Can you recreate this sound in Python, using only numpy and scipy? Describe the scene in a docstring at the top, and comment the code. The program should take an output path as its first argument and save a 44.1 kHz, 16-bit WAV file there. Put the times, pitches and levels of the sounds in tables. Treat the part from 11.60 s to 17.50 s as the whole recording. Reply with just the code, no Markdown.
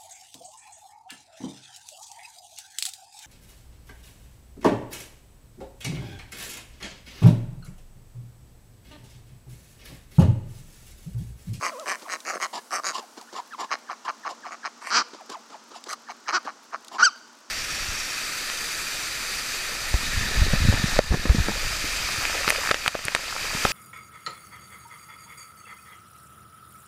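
"""Young ducks forage on a lawn close to the microphone and keep up a soft chatter, built from membrane
slaps and puffs of air through throat resonances: rattling quacks, honks, clucks and hoarse rasps.
Gliding tones make thin peeps, a whine and, out of the last of three honks, a loud squeal.
Dull grunts, grass snaps and crackle are shaped noise; a weak yard echo, hiss and faint hum lie behind.
"""
import sys
import numpy as np
from scipy import signal
from scipy.fft import rfft, irfft, next_fast_len
from scipy.io import wavfile
from scipy.ndimage import map_coordinates

SR = 44100
rng = np.random.default_rng(int(sys.argv[2]) if len(sys.argv) > 2 else 0)


def transcribe(signal):
    """Save signal, clipped to [-1, 1], as a 16-bit WAV file at the path in sys.argv[1]."""
    frames = np.atleast_2d(signal).T
    limited = np.clip(frames, -1, 1)
    pcm = np.round(limited * 32767).astype(np.int16)
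    wavfile.write(sys.argv[1], SR, pcm)


N = 260190
TIME = np.arange(N) / SR

# Resonances of windpipe and bill in quacks and clucks. Each row: centre in Hz, width in Hz, level in dB.
QUACK_THROAT = [(322, 368, -5.5), (659, 188, 1.5), (1096, 102, 7), (1269, 226, 3.5), (1800, 174, -1.5),
                (2220, 186, -4), (2814, 280, -12), (4210, 140, -1), (4760, 163, 5.5), (5220, 630, 1.5),
                (6420, 260, -1.5), (7340, 370, -25), (8430, 180, -17), (10060, 400, -59.5)]


def from_db(db):
    """Decibels to gain."""
    return 10 ** (np.asarray(db) / 20)


def rms_one(x):
    """Scale to unit power."""
    return x / np.sqrt(np.mean(x ** 2) + 1e-20)


def add(out, s, sound):
    """Mix a sound in from time s."""
    at = max(int(s * SR), 0)
    out[at:at + len(sound)] += sound[:max(N - at, 0)]


def in_time(rows):
    """Each column of a curve, after its times, at every sample."""
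    s, *columns = np.transpose(rows)
    return [np.interp(TIME, np.sort(s), column) for column in columns]


def at_hz(points, hz):
    """Gain of a spectrum at these frequencies, joined on a logarithmic pitch axis."""
    f, db = np.transpose(points)
    return from_db(np.interp(np.log(np.maximum(hz, 1)), np.log(f), db))


def coloured(spectrum, size):
    """Noise with this spectrum, rms 1."""
    padded = next_fast_len(size)
    bins = rfft(rng.standard_normal(padded))
    hz = np.arange(len(bins)) * SR / padded
    return rms_one(irfft(bins * at_hz(spectrum, hz), padded)[:size])


def band(x, edges_hz, kind="band", order=3):
    """Butterworth filter."""
    edges_hz = np.clip(edges_hz, 10, .45 * SR)
    return signal.sosfilt(signal.butter(order, edges_hz, kind, fs=SR, output="sos"), x + 1e-18)


def drift(rate, size):
    """Random wander: normal values, this many a second, joined by straight lines."""
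    knots = rng.standard_normal(4096)
    return np.interp(np.arange(size) * rate / SR, np.arange(len(knots)), knots)


def resonance(x, hz, width_hz):
    """Two-pole resonance, gain 1 on top."""
    r = np.exp(-np.pi * width_hz / SR)
    feedback = [1, -2 * r * np.cos(2 * np.pi * hz / SR), r * r]
    return signal.lfilter(np.array([1, 0, -1]) * (1 - r * r) / 2, feedback, x + 1e-18)


def registers(level_db, chest_db, bright_db, treble_db):
    """Levels of chest, throat, bill, buzz and edge registers; brightness lifts the upper three."""
    # Share of the brightness that bill, buzz and edge each take.
    bright_shares = (0.61, 0.88, 1)
    return level_db + np.r_[chest_db, 0, np.add(treble_db, np.multiply(bright_shares, bright_db))]


def call(length, rate_hz, rasp, register_db, throat, crest, sag_hz, swell_db, jitter, shimmer_db,
         second_beat, breath, puff_s, stretch):
    """One push of air: the syrinx membranes slap faster and harder towards its crest, and the throat rings."""
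    # Borders of the chest, throat, bill, buzz and edge registers, in Hz.
    register_hz = [170, 800, 1600, 3500, 7200, 12000]
    bill_lift, treble_swell_db = 0.042, 6.5   # per unit of effort: share of pitch, and upper registers
    size = SR // 5
    t = TIME[:size]
    effort = np.sin(np.interp(t / length, [0, np.clip(crest, .1, .9), 1], [0, np.pi / 2, np.pi]))
    force = from_db(swell_db * (effort - 1)) * (t < length)
    rate = (rate_hz - sag_hz * (1 - effort)) * (1 + jitter * rasp * drift(250, size))
    cycles = np.cumsum(rate) / SR
    slaps = np.diff(np.floor(cycles), prepend=-1)
    # the second membrane closes out of step with the first
    late_slaps = np.diff(np.floor(cycles + .5 + 0.11 * drift(120, size)), prepend=0)
    unevenness = from_db(shimmer_db * rasp * drift(391.0, size))
    pulses = (slaps + second_beat * rasp * late_slaps) * force * unevenness
    # each slap lets through a puff of turbulent air
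    fade = np.exp(-1 / (SR * puff_s * (.5 + rasp)))
    puff_shape = signal.lfilter([np.sqrt(1 - fade ** 2)], [1, -fade], pulses)
    puffs = puff_shape * rng.standard_normal(size)
    source = pulses + breath * rasp * puffs
    # neck and bill are held a little differently for every call
    shifts = 1 + stretch * rng.standard_normal(len(throat))
    voice = np.zeros(size)
    for k, (hz, width_hz, db) in enumerate(throat):
        voice += (-1) ** k * from_db(db) * resonance(source, hz * shifts[k], width_hz)
    # the opening bill lifts the resonances: the voice is read faster where effort is above its mean
    opening = (effort - 2 / np.pi) * (t < length)
    voice = map_coordinates(voice, [np.cumsum(1 + bill_lift * opening)], order=3)
    swells = [1, 1] + 3 * [from_db(treble_swell_db * opening)]
    total = np.zeros(size)
    for low_hz, high_hz, swell, db in zip(register_hz, register_hz[1:], swells, register_db):
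        total += rms_one(band(voice, [low_hz, high_hz]) * swell) * from_db(db)
    return total * np.sqrt(length * SR / size)   # levels hold over the call, not the whole buffer


def whistle(length, first_hz, last_hz, octave_db=-16, third_db=-17):
    """A thin, unsteady tone that glides in pitch, its loudness following what the throat passes there."""
    # What the throat passes of a whistle. Each row: frequency in Hz, level in dB.
    whistle_throat = [(600, -1), (1000, -2), (1350, -11), (1650, -13), (1900, -16)]
    waver, flutter_db = .04, 4   # unsteadiness: share of pitch, and level in dB
    u = np.linspace(0, 1, int(length * SR))
    pitch = first_hz * (last_hz / first_hz) ** np.sin(np.pi / 2 * u ** 1.3) ** 2
    phase = 2 * np.pi * np.cumsum(pitch * (1 + waver * drift(673, len(u)))) / SR
    tone = np.sin(phase) + from_db(octave_db) * np.sin(2 * phase) + from_db(third_db) * np.sin(3 * phase)
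    swell = np.abs(np.sin(np.pi * u)) ** 0.72
    flutter = from_db(flutter_db * drift(401, len(u)))
    return swell * at_hz(whistle_throat, pitch) * flutter * tone


def quacks():
    """Rattling quacks: distinct membrane slaps ring the windpipe and bill."""
    # Each row: start in seconds, length in seconds, level in dB before the trim below, rasp 0-1,
    # chest in dB against the level, nasal lift in dB, brightness in dB.
    quack_rows = [(0.010, 0.096, -28.5, 0.39, -13, -1.5, -3), (0.258, 0.097, -31, 0.24, -10.5, 0.5, 0.5),
                  (0.482, 0.091, -34, 0.26, -11.5, 0, 1), (0.65, 0.087, -33, 0.34, -11, -1, 0),
                  (0.726, .05, -34.5, 0.48, -2.5, -2.5, -5), (0.8, 0.072, -29.5, 0.24, -15.5, -0.5, -0.5),
                  (1.107, .094, -29, 0.3, -12, -5.5, -0.5), (1.235, .087, -31.5, 0.15, -12, -5, 4.5),
                  (2.907, 0.044, -38, 0.2, -17, 1, -8), (3.209, .15, -40, 0.81, -14.5, 1, -1),
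                  (4.285, .06, -34, 0.42, -18, -6, 0)]
    # Bill, buzz and edge registers against the level, in dB.
    quack_treble_db = (-1, -4, -8)
    rate_hz = 190   # slaps per second at full effort
    out = np.zeros(N)
    for start, length, db, rasp, chest_db, nasal_db, bright_db in quack_rows:
        levels = registers(db, chest_db, bright_db, quack_treble_db) + [0, 0, nasal_db, 0, 0]
        add(out, start, call(length, rate_hz, rasp, levels, QUACK_THROAT,
                             crest=.47, sag_hz=70.07, swell_db=6, jitter=.15, shimmer_db=5,
                             second_beat=.4, breath=3.45, puff_s=0.0015, stretch=0.047))
    return out * from_db(-0.36)


def honks():
    """Forced calls: faster pulses through a tense throat with one strong nasal core."""
    # Each row: start in seconds, length in seconds, level in dB, pulse rate in Hz, rasp 0-1,
    # chest in dB against the level, brightness in dB.
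    honk_rows = [(3.304, .118, -22.5, 236.6, .25, -13.5, 1.5), (4.724, 0.056, -22, 364, 0.14, -14.5, -5),
                 (5.383, .05, -22, 230, 0.23, -19.5, -10)]
    # Resonances of the tense throat. Each row: centre in Hz, width in Hz, level in dB.
    honk_throat = [(278, 100, -15), (970, 210, -8.5), (1205, 69, 3), (1414, 250, -3), (2340, 370, -6),
                   (3030, 400, -9), (4690, 680, -3.5), (5940, 620, -6.5), (7440, 1800, -18)]
    # Bill, buzz and edge registers against the level, in dB.
    honk_treble_db = (-7, -3, -33)
    out = np.zeros(N)
    for start, length, db, rate_hz, rasp, chest_db, bright_db in honk_rows:
        levels = registers(db, chest_db, bright_db, honk_treble_db)
        add(out, start, call(length, rate_hz, rasp, levels, honk_throat,
                             crest=.58, sag_hz=54.06, swell_db=7, jitter=0.18, shimmer_db=4,
                             second_beat=0.3, breath=2.16, puff_s=0.0039, stretch=.015))
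    return out


def clucks():
    """Soft calls that start as a falling whistle and break into a few slaps as the pitch sinks."""
    # Each row: start in seconds, length in seconds, whistle in dB, rattle in dB, brightness in dB.
    cluck_rows = [(2.085, 0.068, -28.5, -27.5, 5), (2.269, 0.068, -28.5, -35.5, -0.5),
                  (2.455, 0.057, -26, -29.5, -2.5), (2.63, 0.063, -25.5, -31.5, -3.5),
                  (2.819, 0.079, -29.5, -40.5, 1), (3.024, 0.058, -26, -32, 5.5),
                  (4.468, .056, -29.5, -41, 6.5), (4.656, 0.059, -28.5, -29, 6.5),
                  (4.844, 0.065, -29.5, -34.5, -6), (5.109, 0.049, -31.5, -31, -6.5)]
    # Bill, buzz and edge registers against the rattle, in dB.
    cluck_treble_db = (-7, -11.5, -30.5)
    top_hz, last_hz, rate_hz = 1835, 677, 170   # whistle from and to; slaps per second at full effort
    whistle_ends, rattle_starts = .75, .31   # shares of a cluck's length
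    out = np.zeros(N)
    for start, length, whistle_db, rattle_db, bright_db in cluck_rows:
        add(out, start, from_db(whistle_db) * whistle(whistle_ends * length, top_hz, last_hz))
        levels = registers(rattle_db, chest_db=-16.5, bright_db=bright_db, treble_db=cluck_treble_db)
        # short puffs keep the slaps distinct
        rattle = call((1 - rattle_starts) * length, rate_hz, 0.17, levels, QUACK_THROAT,
                      crest=.52, sag_hz=54.53, swell_db=8, jitter=0.17, shimmer_db=7,
                      second_beat=1.0, breath=4.7, puff_s=.0015, stretch=0.01)
        add(out, start + rattle_starts * length, rattle)
    return out


def hollow(x):
    """The open bill cuts a hollow between the nasal core of a call and its buzz."""
    hollow_hz, hollow_q = 3500, 7.4
    return signal.lfilter(*signal.iirnotch(hollow_hz, hollow_q, fs=SR), x + 1e-18)


def rasps():
    """Hoarse calls: uneven pulses drowned in air, through a narrow throat."""
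    # Each row: start in seconds, length in seconds, level in dB before the lift below,
    # chest in dB against the level, brightness in dB.
    rasp_rows = [(0.929, .062, -36, 0, -2), (1.329, 0.064, -33.5, -7, -3), (1.746, 0.054, -34, -5, -8.5),
                 (1.98, 0.066, -32.5, -4.5, -8), (2.442, 0.027, -37, -9, -8.5),
                 (2.684, 0.043, -39, -2.5, -4.5), (3.709, 0.034, -43, -10, -0.5),
                 (3.908, 0.062, -48.5, -1, -7.5), (4.139, .045, -49, -2.5, 3.5),
                 (5.314, 0.056, -37, -2.5, -9.5)]
    # Resonances of the narrow throat. Each row: centre in Hz, width in Hz, level in dB.
    rasp_throat = [(360, 360, -20.5), (645, 106, -13.5), (1042, 80, 13), (1250, 200, -7), (1728, 51, 1.5),
                   (2140, 540, 1), (2700, 276, 12.5), (3990, 160, -1.5), (4550, 990, -3.5),
                   (5700, 510, -19), (6880, 290, -6.5), (7800, 540, -22), (9400, 1100, -43)]
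    # Bill, buzz and edge registers against the level, in dB.
    rasp_treble_db = (-9.5, -5, -17)
    out = np.zeros(N)
    for start, length, db, chest_db, bright_db in rasp_rows:
        levels = registers(db, chest_db, bright_db, rasp_treble_db)
        add(out, start, call(length, 170, 1.0, levels, rasp_throat,
                             crest=0.42, sag_hz=30.18, swell_db=2, jitter=0.2, shimmer_db=-2.5,
                             second_beat=0.48, breath=6.0, puff_s=0.003, stretch=0.0063))
    return out * from_db(3.25)


def peeps():
    """Thin whistles, alone or together with other calls, nearly all falling."""
    # Each row: start in seconds, length in seconds, first pitch in Hz, last pitch in Hz,
    # level in dB ahead of the throat.
    peep_rows = [(0.441, .048, 1250, 630, -38.5), (1.401, 0.051, 953, 677, -40),
                 (1.591, 0.046, 1250, 683, -41), (1.672, .036, 1410, 1880, -36.5),
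                 (1.906, .052, 1820, 1007, -26.5), (2.685, 0.046, 814, 484, -39.5),
                 (3.565, 0.072, 1376, 592, -41), (3.713, .068, 1586, 641, -34),
                 (3.917, 0.047, 1380, 655, -35.5), (4.13, 0.042, 1433, 680, -34)]
    out = np.zeros(N)
    for start, length, first_hz, last_hz, db in peep_rows:
        add(out, start, from_db(db) * whistle(length, first_hz, last_hz))
    return out


def whine(harmonic_db=(0, -3, -22, -25, -21)):
    """A closed-bill hum with a strong octave; its pitch swings quickly down and up."""
    start_s, length_s, level_db = .118, 0.13, -37.5
    centre_hz, swing_hz, period_s = 572, 86, .088
    out, t = np.zeros(N), TIME[:int(length_s * SR)]
    pitch = centre_hz + swing_hz * np.cos(2 * np.pi * t / period_s)
    phase = 2 * np.pi * np.cumsum(pitch * (1 + 0.032 * drift(315, len(t)))) / SR
    tone = sum(from_db(db) * np.sin(k * phase) for k, db in enumerate(harmonic_db, 1))
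    swell = np.sin(np.pi * t / length_s) ** 0.12
    add(out, start_s, from_db(level_db) * swell * tone)
    return out


def squeal(waver=0.015, flutter_db=-1.0, hiss_db=-22, tone_db=4, overtone_db=7.5):
    """The voice breaks into a high arching tone, its overtones shaped by the open bill."""
    # Each row: time in seconds, pitch in Hz, fundamental in dB before tone_db,
    # overtones in dB before overtone_db.
    squeal_curve = [(5.416, 1304, -31, -44), (5.432, 1424, -9, -17.5), (5.444, 1596, -19.5, -17),
                    (5.456, 1560, -22, -12), (5.472, 1380, -15.5, -27), (5.495, 1120, -38, -43.5)]
    # What the open bill passes of the overtones. Each row: frequency in Hz, level in dB.
    open_bill = [(2600, -14), (3200, -21.5), (3800, -17.5), (4300, -14), (4750, -9), (5300, -4),
                 (5850, -10), (6350, -14.5), (7000, -30.5), (7900, -21), (8800, -45), (9600, -37),
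                 (12000, -79)]
    on = (TIME > squeal_curve[0][0]) & (TIME < squeal_curve[-1][0])
    pitch, db, overtones_db = [column[on] for column in in_time(squeal_curve)]
    size = len(pitch)
    phase = 2 * np.pi * np.cumsum(pitch * (1 + waver * drift(630, size))) / SR
    overtones = np.zeros(size)
    for k in range(2, 9):
        flutter = from_db(flutter_db * drift(540, size))
        overtones += at_hz(open_bill, k * pitch) * np.sin(k * phase) * flutter
    hiss = from_db(hiss_db) * band(coloured(open_bill, size), 480, "high")
    fundamental = from_db(db + tone_db) * np.sin(phase)
    out = np.zeros(N)
    out[on] = fundamental + from_db(overtones_db + overtone_db) * (overtones + hiss)
    return out


def grunts(rise_s=0.0087, flutter_db=4):
    """Short dull grunts: puffs of low noise that rise fast and die away."""
    # Each row: time in seconds (the onset is 2 ms ahead), level in dB before the trim below.
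    grunt_rows = [(0.416, -38.5), (1.379, -38), (1.569, -37), (1.726, -38.5), (3.533, -36.5),
                  (3.694, -32.5), (3.897, -44), (4.105, -41), (4.26, -37.5), (4.849, -38)]
    # Spectrum of a grunt. Each row: frequency in Hz, level in dB.
    grunt_colour = [(130, -36), (220, 2), (380, 8.5), (650, 0.5), (1100, 1.5), (2200, -12.5), (4500, -6),
                    (7000, -13), (14000, -47)]
    out, t = np.zeros(N), TIME[:SR // 12]
    for s, db in grunt_rows:
        shape = t / rise_s * np.exp(1 - t / rise_s) * from_db(flutter_db * drift(498, len(t)))
        add(out, s - .002, from_db(db - 3.5) * shape * coloured(grunt_colour, len(t)))
    return out


def grass(snap_s=0.0025, rustles_per_s=28, rustle_db=-50):
    """Blades snap in the bills as fast-dying noise; many more crackle faintly underfoot at random."""
    # Bills snapping blades. Each row: time in seconds, level in dB before the trim below.
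    snap_rows = [(0.197, -25.5), (0.396, -34), (0.6036, -24.5), (1.6131, -29), (3.699, -25), (4.24, -26),
                 (4.2904, -27), (4.3307, -18), (5.247, -27), (5.2821, -25.5)]
    top_db = -25   # the very top of a snap, against its body
    out, t = np.zeros(N), TIME[:SR // 50]
    for s, db in snap_rows:
        crack = rng.standard_normal(len(t)) * np.exp(-t / snap_s)
        body = band(crack, [3200, 7500], order=2)
        top = from_db(top_db) * band(crack, 12000, "high")
        add(out, s, from_db(db - 1.5) * (body + top))
    strengths = from_db(1.13 * np.minimum(rng.exponential(1, N), 3))
    ticks = (rng.random(N) < rustles_per_s / SR) * strengths
    envelope = signal.lfilter([1], [1, -np.exp(-1 / (snap_s * SR))], ticks + 1e-18)
    crackle = envelope * rng.standard_normal(N)
    return out + from_db(rustle_db) * band(crackle, [2500, 9000], order=1)


def yard(x):
    """Trees and walls scatter back a weak, lingering echo: decaying coloured noise as impulse response."""
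    # Spectrum of the echo. Each row: frequency in Hz, level in dB.
    yard_colour = [(150, -34), (500, 4.5), (1400, -11), (3000, -4), (5000, -7.5), (8000, -16), (15000, -44)]
    t60_s, echo_db = 0.69, -26
    t = TIME[:SR]
    echo = coloured(yard_colour, len(t)) * from_db(-60 * t / t60_s) * (1 - np.exp(-t / 0.0037))
    return from_db(echo_db) * signal.fftconvolve(x, rms_one(echo) / np.sqrt(len(t)))[:N]


def outdoors(split_hz=7800):
    """Hiss behind the flock, low and high parts slowly shifting in level, the high part loud at first and
    fading; a faint wavering hum far away."""
    # Spectrum of the hiss. Each row: frequency in Hz, level in dB.
    air_colour = [(35, -59), (60, -12), (189, -8), (217, 3.5), (294, 2), (553, -4.5), (621, 0), (749, -3.5),
                  (822, 2.5), (1470, 2), (1580, -2.5), (2190, -8.5), (3580, -8.5), (5860, -3.5),
                  (16000, -23.5)]
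    # Each row: time in seconds, low part in dB, high part in dB, both before the trims below.
    air_level = [(0.0, -44.5, -48.5), (0.89, -49.5, -50), (2.86, -46.5, -65.5), (5.9, -48.5, -64)]
    hum_hz, hum_db = 234.6, -65.5
    low_db, high_db = in_time(air_level)
    air = coloured(air_colour, N)
    low = from_db(low_db - 4.5) * rms_one(band(air, split_hz, "low", order=5))
    high = from_db(high_db - 6.5) * rms_one(band(air, split_hz, "high", order=5))
    hum_phase = 2 * np.pi * np.cumsum(hum_hz + 3 * drift(21, N)) / SR
    hum = np.sin(hum_phase) * from_db(hum_db + 3.4 * drift(27.0, N))
    return low + high + hum


def scene():
    """The flock in its yard, as one channel."""
    pulsed_calls = hollow(quacks() + honks() + clucks())
    flock = pulsed_calls + rasps() + peeps() + whine() + squeal() + grunts() + grass()
    return (flock + yard(flock) + outdoors())[None]


def record(dry):
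    """A small microphone with no bass; the top is cut."""
    cutoff_hz = 15900
    thin = band(dry, 152, "high", order=4)
    return signal.sosfilt(signal.ellip(10, .1, 80, cutoff_hz, fs=SR, output="sos"), thin)


dry = scene()
out = record(dry)
transcribe(out)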